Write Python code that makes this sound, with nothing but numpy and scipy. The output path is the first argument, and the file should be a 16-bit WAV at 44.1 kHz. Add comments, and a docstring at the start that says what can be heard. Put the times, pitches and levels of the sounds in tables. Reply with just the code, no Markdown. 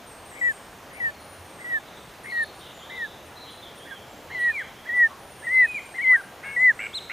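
"""In a forest, over a steady hush, a thin high whine and a faint drone, small birds chirp far off.
A guan pipes on a branch near the camera's microphones: each call quavers up, shaken by a second
membrane, then breaks into a pure falling whistle. A small bird gives one tsip close by. The calls
grow louder and a second guan answers with slurs; a soft hoarse note slips in, and at the end
two short rattles sound either side of a yelp."""
import sys
import numpy as np
from scipy import signal
from scipy.fft import rfft, irfft, next_fast_len
from scipy.io import wavfile
from scipy.ndimage import uniform_filter1d, map_coordinates

SR = 44100
rng = np.random.default_rng(int(sys.argv[2]) if len(sys.argv) > 2 else 0)


def waveform_to_disk(signal):
    """Save audio, clipped to [-1, 1], as 16-bit WAV at the path in sys.argv[1]."""
    frames = np.transpose(np.atleast_2d(signal))
    scaled = np.clip(frames, -1, 1) * 32767
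    samples = np.round(scaled).astype(np.int16)
    wavfile.write(sys.argv[1], SR, samples)


N = 313992
BAND_LIMIT_HZ = 15550


def amp(db):
    """Decibels to gain."""
    return 10 ** (np.asarray(db) / 20)


def unit(x):
    """x at rms 1."""
    return x / np.sqrt(np.mean(np.abs(x) ** 2) + 1e-20)


def along(points, hz):
    """(frequency [Hz], value) points read on a log axis."""
    f, v = np.transpose(points)
    return np.interp(np.log(hz + 1), np.log(f + 1), v)


def wobble(rate, size):
    """A smooth random curve, rate knots a second."""
    knots = rng.standard_normal(int(size * rate / SR) + 4)
    return map_coordinates(knots, [np.arange(size) * rate / SR])


def fade(size, edge):
    """A gate that opens and closes over edge seconds."""
    i = np.arange(size)
    return np.sin(np.pi / 2 * np.clip(np.minimum(i, i[::-1]) / (edge * SR), 0, 1))


def arch(n, dip, rise, fall=0, power=1):
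    """A note's pitch or level: up from a dip in rise seconds, then a fall, later at higher power."""
    i = np.arange(n)
    return -dip * np.exp(-(i / SR / rise) ** 3) - fall * (i / n) ** power


def phase_of(hz):
    """Running phase of a frequency curve."""
    return 2 * np.pi * np.cumsum(hz) / SR


def add(track, start, sound):
    """Mix a sound into a track at start seconds."""
    part = track[int(start * SR):][:len(sound)]
    part += sound[:len(part)]


def filtered(x, response):
    """x times a response of frequency."""
    m = next_fast_len(N + SR // 2)
    return irfft(rfft(x, m) * response(np.fft.rfftfreq(m, 1 / SR)), m)[..., :N]


def hush(patchy_db):
    """The forest's steady noise, nearly central between the microphones, with faint drifting patches."""
    # Spectrum of the hush: (frequency [Hz], relative density [dB])
    spectrum = [(20, -19), (40, -6), (62, -6), (84, -9), (120, -1.5), (230, -3), (700, -0.5), (1400, -6),
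                (3100, -12.5), (4900, -19), (6400, -18.5), (7900, -23.5), (9500, -23.5), (15500, -26)]
    # Its stereo width: (frequency [Hz], side over mid [dB])
    width = [(60, -14), (500, -19), (4000, -9), (6000, -13), (10000, -64), (13000, -10)]
    bins = signal.stft(rng.standard_normal((2, N)), nperseg=512)[2]
    patches = uniform_filter1d(rng.standard_normal(bins.shape[1:]), size=6, axis=0)
    patches = uniform_filter1d(patches, size=16, axis=1)
    mid, side = signal.istft(bins * amp(patchy_db * unit(patches)), nperseg=512)[1][:, :N]
    mid = filtered(mid, lambda hz: amp(along(spectrum, hz)))
    side = filtered(side, lambda hz: amp(along(spectrum, hz) + along(width, hz)))
    return amp(-45) * unit(np.array([mid + side, mid - side]))


def whine(hz=11823):
    """A thin high tone: a steady core, and a wavering fringe that differs at each microphone."""
    core = np.sin(phase_of(hz + 9 * wobble(40, N)))
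    fringe = np.array([np.sin(phase_of(hz - 30 + 35 * wobble(80, N))) for _ in range(2)])
    return amp(-69.5) * core + amp(-71) * fringe


def drone(centre_hz=85, width_hz=14):
    """A narrow, slowly swelling rumble, the same at both microphones."""
    # Swells of the rumble: (time [s], level [dB])
    swells = [(.7, -64.5), (1.4, -54), (1.8, -68), (2.8, -57.5), (3.7, -63.5), (4.3, -57), (4.7, -65.5),
              (7.1, -63)]
    band = filtered(rng.standard_normal(N), lambda hz: np.exp(-((hz - centre_hz) / width_hz) ** 2))
    return amp(np.interp(np.arange(N) / SR, *np.transpose(swells))) * unit(band)


def chirp(length, hz, fall_hz, width_hz):
    """A small bird's thin note that swells and fades, blurred by an uneven trill."""
    n = int(length * SR)
    trill_hz = 6.5 / length + 20  # long notes sway, short ones buzz
    trill = .7 * np.sin(phase_of(trill_hz * (1 + .3 * wobble(80, n)))) + .4 * wobble(400, n)
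    note = np.sin(phase_of(hz + fall_hz * np.linspace(.5, -.5, n) + width_hz * trill))
    return unit(note * fade(n, edge=length / 6) * amp(2.9 * wobble(71, n)))


def far_birds():
    """Four kinds of song from deep in the trees, each with its own note shape."""
    # One bird's short buzzing tsiks: (time [s], relative level [dB])
    tsiks = [(.252, -52), (0.928, -51.5), (2.233, -50.5), (3.252, -56.5), (3.754, -52.5), (4.388, -50),
             (4.954, -52.5)]
    # Thin level whistles: (time [s], length [s], pitch [Hz], relative level [dB])
    pipings = [(0.323, .094, 7700, -52.5), (0.42, 0.13, 7000, -59), (1.18, 0.25, 9580, -55.5),
               (1.95, 0.117, 8230, -62), (2.727, .071, 7090, -57.5), (4.074, .12, 7490, -60),
               (5.503, 0.27, 9490, -56.5), (5.686, 0.21, 7350, -63), (6.564, 0.088, 7180, -58),
               (6.78, 0.096, 7720, -53)]
    # High sliding lisps: (time [s], length [s], middle pitch [Hz], relative level [dB])
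    lisps = [(0.058, 0.078, 8650, -50), (0.288, .05, 8100, -51.5), (0.483, 0.1, 8800, -52.5),
             (1.437, 0.24, 8520, -56.5), (2.526, 0.095, 9100, -56.5), (3.501, .043, 9260, -54.5),
             (5.167, 0.32, 9260, -57), (5.388, 0.1, 8580, -52), (5.846, .14, 8670, -54),
             (6.07, .19, 9480, -56), (6.428, 0.16, 8600, -54), (6.742, .1, 8430, -56)]
    # A songbird's gliding warbles:
    # (time [s], length [s], middle pitch [Hz], fall [Hz], trill width [Hz], relative level [dB])
    warbles = [(1.04, 0.23, 4330, 650, 120, -61), (1.686, 0.11, 3680, 700, 40, -57.5),
               (1.86, .15, 3780, 60, 302, -54), (2.291, 0.16, 4226, -80, 204, -48.5),
               (2.338, 0.13, 3770, 320, 250, -51.5), (2.599, .13, 3367, 184, 504, -47.5),
               (2.776, .16, 3420, -370, 328, -50), (2.881, .21, 3670, 21, 283, -48.5),
               (3.352, .17, 3975, 195, 203, -47), (3.454, 0.11, 3220, 185, 250, -49.5),
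               (3.619, 0.079, 3360, 540, 170, -46), (3.794, 0.064, 3280, -330, 120, -49),
               (3.894, .1, 3270, 371, 110, -48), (4.3, .18, 4050, 230, 200, -52.5),
               (4.301, .13, 3070, -100, 250, -51.5), (4.58, 0.11, 3220, 100, 280, -50.5),
               (4.752, 0.19, 3280, -200, 150, -55.5), (5.539, 0.12, 3950, 99, 160, -54),
               (5.68, 0.17, 3070, -250, 130, -55.5), (5.96, .15, 3000, -300, 201, -52.5)]
    song = np.zeros(N)
    for start, db in tsiks:
        add(song, start, amp(db) * chirp(length=.04, hz=9120, fall_hz=0, width_hz=720))
    for start, length, hz, db in pipings:
        add(song, start, amp(db) * chirp(length, hz, fall_hz=0, width_hz=.0097 * hz))
    for start, length, hz, db in lisps:
        add(song, start, amp(db) * chirp(length, hz, fall_hz=750, width_hz=330))
    for start, length, hz, fall_hz, width_hz, db in warbles:
        add(song, start, amp(db) * chirp(length, hz, fall_hz, width_hz))
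    return song


def forest(x, side_db):
    """Trunks and leaves scatter a sound into a diffuse stereo tail."""
    # Reverberation among the trees: (frequency [Hz], time to fall 60 dB [s])
    decay = [(300, 0.43), (2000, 0.55), (4000, 0.94), (10000, 1)]
    hz, t, bins = signal.stft(rng.standard_normal((2, SR)), SR, nperseg=256)
    tail = signal.istft(bins * amp(-60 * t / along(decay, hz)[:, None]), SR, nperseg=256)[1]
    tail = tail * fade(tail.shape[1], edge=.0092)
    mid, side = signal.fftconvolve(x[None], tail / np.linalg.norm(tail[0]), axes=1)[:, :N]
    return np.array([mid + amp(side_db) * side, mid - amp(side_db) * side])


def guan_lead_ins(scoop_hz=339, swell_db=6.5):
    """The near guan climbs into each call, shaken by a second membrane; a complex tone."""
    # Quavering lead-ins:
    # (time [s], length [s], pitch [Hz], rise [s], level [dB], quaver rate [Hz], quaver depth [0-1])
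    lead_ins = [(0.312, .097, 2220, .04, -49.5, 190, 1), (0.911, 0.096, 2260, .04, -51, 260, 0.5),
                (1.585, 0.052, 2050, .018, -48, 129, 0.6), (2.235, 0.084, 2170, .028, -39, 76.4, 0.73),
                (2.891, 0.085, 2055, .014, -40, 100, 0.43), (3.85, 0.064, 1850, .016, -46.5, 110, 0.64),
                (4.297, .052, 2130, .02, -37.5, 116, 0.5), (4.854, 0.036, 2000, .014, -38, 152, 0.2),
                (5.422, 0.053, 2024, .018, -38, 129, 0.3), (5.938, .048, 2080, .01, -36.5, 169, 0.3),
                (6.427, .138, 2194, .012, -36.5, 523, 0.67)]
    voice = np.zeros(N, complex)
    for start, length, top_hz, rise_s, top_db, rate, first_depth in lead_ins:
        n = int(length * SR)
        depth = first_depth * (1 - .8 * np.linspace(0, 1, n) ** 2)  # the quaver mostly clears
        climb = arch(n, dip=.94, rise=rise_s)
        quaver = phase_of(rate * (1 + .11 * wobble(160, n)))
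        shake = (1 + .7 * depth * np.cos(quaver)) * amp(2.5 * depth * wobble(300, n))
        phase = phase_of(top_hz + scoop_hz * climb) + 1.1 * depth * wobble(450, n)
        phase += 1.3 * depth * np.cos(quaver + 1.1)  # pitch sags as the level peaks
        envelope = amp(top_db + swell_db * climb) * fade(n, edge=.0049)
        add(voice, start, envelope * shake * np.exp(1j * phase))
    return np.sqrt(2) * voice


def guan_whistles(fade_db=23.5, break_hz=180, accent_db=1.5, flip_s=6.027, flip_hz=270, flip_db=5):
    """The near guan's voice breaks with a small push into a clean falling whistle; a complex tone."""
    # The pure part of each call: (time [s], length [s], crest [Hz], scoop [Hz], fall [Hz],
    # fall lateness [power], crest [dB], swell [dB], swell time [s], fade lateness [power])
    whistles = [(0.411, 0.115, 1998, 73, 376, 2.7, -24.5, 6, 0.026, 7.8),
                (1, 0.11, 2010, 47, 305, 1.0, -28, 8.5, 0.039, 4.5),
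                (1.642, 0.15, 1993, 68, 345, 2.4, -23, 17.5, 0.086, 9.4),
                (2.318, 0.13, 1886, -28, 184, 4.2, -24.5, 9, 0.042, 18),
                (2.973, 0.1, 2056, 60, 440, 1.17, -25.5, 10.6, 0.04, 4.8),
                (3.908, 0.045, 1923, 250, 273, 1.0, -39, 1, 0.022, 5),
                (4.344, 0.18, 1932, -65, 257, 6.9, -20.0, 11, 0.077, 19),
                (4.888, 0.19, 1986, 117, 255, 3.2, -12.5, 15.5, 0.1, 13.3),
                (5.467, 0.2, 2052, 183, 345, 5.8, -13.5, 14, 0.086, 18),
                (5.982, 0.19, 2041, 154, 355, 7.7, -13.1, 13.5, 0.088, 24),
                (6.562, 0.16, 2042, 109, 493, 6, -12.5, 10, 0.072, 14.4)]
    voice = np.zeros(N, complex)
    for (start, length, top_hz, scoop_hz, fall_hz, fall_power,
         top_db, swell_db, swell_s, fade_power) in whistles:
        n = int(length * SR)
        t = np.arange(n) / SR
        flip = np.exp(-((start + t - flip_s) / .015) ** 2)  # one call flips briefly upward
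        accent = np.exp(-((t - .01) / .012) ** 2)
        hz = top_hz + arch(n, dip=scoop_hz, rise=.04, fall=fall_hz, power=fall_power) + flip_hz * flip
        hz += break_hz * np.exp(-t / .0037)  # the drop out of the lead-in
        phase = phase_of(hz * (1 + .0036 * wobble(150, n)))
        db = top_db + arch(n, swell_db, swell_s, fade_db, fade_power)
        db += accent_db * accent - flip_db * flip
        db += .33 * wobble(110, n) + .3 * wobble(35, n)
        add(voice, start, amp(db) * fade(n, edge=.0057) * np.exp(1j * phase))
    return np.sqrt(2) * voice


def at_microphones(voice):
    """The near guan's complex tone reaches the two microphones with a difference of level and phase."""
    # Where the voice arrives from: (time [s], left over right [dB], left phase lead [rad])
    bearing = [(.47, 3.4, -2), (1.05, 2, -2.25), (1.72, -1.3, -1.9), (2.4, 1.2, -1.1), (3.02, .5, -.7),
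               (4.45, -1.5, -.28), (5, -.6, -.17), (5.6, 0, -.1), (6.65, .8, -.07)]
    # Its balance leans with pitch: (pitch [Hz], left over right [dB])
    lean = [(1650, -8.5), (1800, -1), (1900, 0.5), (2050, 2.5), (2250, 4.5)]
    times, balance_db, lead = np.transpose(bearing)
    t = np.arange(N) / SR
    phase_step = np.angle(uniform_filter1d(voice * np.roll(voice, 1).conj(), size=200))
    hz = np.abs(phase_step) * SR / (2 * np.pi)
    left_gain = amp((np.interp(t, times, balance_db) + along(lean, hz)) / 2)
    left = left_gain * np.exp(.5j * np.interp(t, times, lead))
    pair = np.array([left, 1 / left])
    return (voice * pair / np.abs(pair.mean(axis=0))).real


def octave(voice):
    """The near guan's faint second harmonic, stronger at the left microphone."""
    overtone = np.abs(voice) ** .71 * np.cos(2 * np.angle(voice))
    return overtone * (amp(-51) + amp(-44) * np.array([[1], [-1]]))


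def tsip(start=2.427, length=.016, top_hz=10400, db=-45):
    """A small bird close by gives one tiny arched note, with an echo off a trunk."""
    voice = np.zeros(N)
    n = int(length * SR)
    hz = top_hz + arch(n, dip=1150, rise=.005, fall=1100, power=4)
    note = np.sqrt(2) * amp(db) * fade(n, edge=.004) * np.sin(phase_of(hz))
    add(voice, start, note)
    add(voice, start + .029, amp(-12) * note)
    return voice


def answering_guan(fade_db=11.5, fade_power=11):
    """The second bird slurs up and down in arches, with overtones that are strongest in its yelp."""
    # Slurs, then the yelp: (time [s], length [s], crest [Hz], scoop [Hz], rise [s], fall [Hz],
    # fall lateness [power], crest [dB], swell [dB], swell time [s], overtones before the beak [dB])
    answers = [(4.461, 0.17, 2485, 56, 0.022, 1080, 3.5, -28.5, 25.5, 0.075, -32),
               (5.568, 0.17, 2560, 7, .02, 107, 2.2, -29, 24.5, .11, -31),
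               (5.743, 0.054, 2434, 6, .02, 494, 2.6, -29.5, 0, .02, -28.5),
               (6.099, .118, 1614, 656, .038, 330, 14, -32.5, 9, .042, -33),
               (6.93, .064, 4140, 849.5, .016, 1340, 5.5, -30.5, 13, .015, -18.5)]
    # How the beak colours the overtones: (frequency [Hz], gain [dB])
    beak = [(2000, 3), (4500, -6.5), (6700, -3), (8200, 4), (9500, -12.5), (11300, -6.5), (12200, -23.5)]
    voice = np.zeros(N)
    for (start, length, top_hz, scoop_hz, rise_s, fall_hz, fall_power,
         top_db, swell_db, swell_s, bright_db) in answers:
        n = int(length * SR)
        hz = top_hz + arch(n, scoop_hz, rise_s, fall_hz, fall_power)
        db = top_db + arch(n, swell_db, swell_s, fade_db, fade_power)
        phase = phase_of(hz * (1 + .0068 * wobble(250, n)))
        overtones = sum(amp(along(beak, k * hz)) * (k * hz < BAND_LIMIT_HZ) * np.sin(k * phase)
                        for k in range(2, 6))
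        tone = np.sin(phase) + amp(bright_db) * overtones
        add(voice, start, amp(db + wobble(150, n)) * fade(n, edge=.0039) * tone)
    return np.sqrt(2) * voice


def low_note(start=5.078, length=.09, hz=1130, db=-46):
    """A soft, hoarse note whose pitch and level jitter."""
    voice = np.zeros(N)
    n = int(length * SR)
    flicker = amp(1.8 * wobble(200, n))
    tone = np.sin(phase_of(hz + 100 * wobble(405, n)))
    add(voice, start, amp(db) * fade(n, edge=.025) * unit(flicker * tone))
    return voice


def guan_rattles(scoop_hz=240):
    """A whistle chopped into quick, alike pulses, each arching in pitch, shaken by the second membrane."""
    # Rattles: (time [s], length [s], pitch [Hz], pulse level [dB], pulse rate [Hz])
    rattles = [(6.79, 0.083, 2283, -29, 109), (7.096, .09, 2220, -28.5, 125)]
    voice = np.zeros(N)
    for start, length, top_hz, db, rate in rattles:
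        n = int(length * SR)
        hz = top_hz + arch(n, dip=scoop_hz, rise=.013)
        cycle = phase_of(np.full(n, rate)) % (2 * np.pi) - np.pi  # 0 at the middle of a pulse
        opening = np.cos(cycle / 2) ** 2
        phase = (hz - 150) / rate * cycle + 200 / rate * np.sin(cycle) + .3 * wobble(300, n)
        quaver = np.cos(phase_of(600 + 40 * wobble(202, n)))
        rasp = .37 * quaver * np.sin(phase_of(hz - 60 + 120 * wobble(602, n)))
        pulses = opening ** 1.2 * np.sin(phase) + rasp
        add(voice, start, amp(db + wobble(116, n)) * fade(n, edge=.0029) * pulses)
    return np.sqrt(2) * voice


def scene():
    """The near guan is almost dry; the farther a bird, the more of it comes by way of the trees."""
    near = guan_lead_ins() + guan_whistles()
    answer, rattle, far = answering_guan(), guan_rattles(), far_birds()
    guans = at_microphones(near) + octave(near) + answer + rattle + low_note()
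    echoes = forest(amp(-33.5) * near.real + amp(-8.5) * answer + amp(-9.5) * rattle, side_db=-18)
    small_birds = amp(-4) * far + amp(-3) * forest(far, side_db=-38) + tsip()
    return guans + echoes + small_birds + hush(patchy_db=.85) + drone() + whine()


def record(dry):
    """The camera has a narrow dip in the treble and keeps nothing above its band limit."""
    def response(hz):
        notch = 1 - .7 * np.exp(-((hz - 7900) / 70) ** 2)
        return notch * (hz < BAND_LIMIT_HZ)
    return filtered(dry, response)


dry = scene()
out = record(dry)
waveform_to_disk(out)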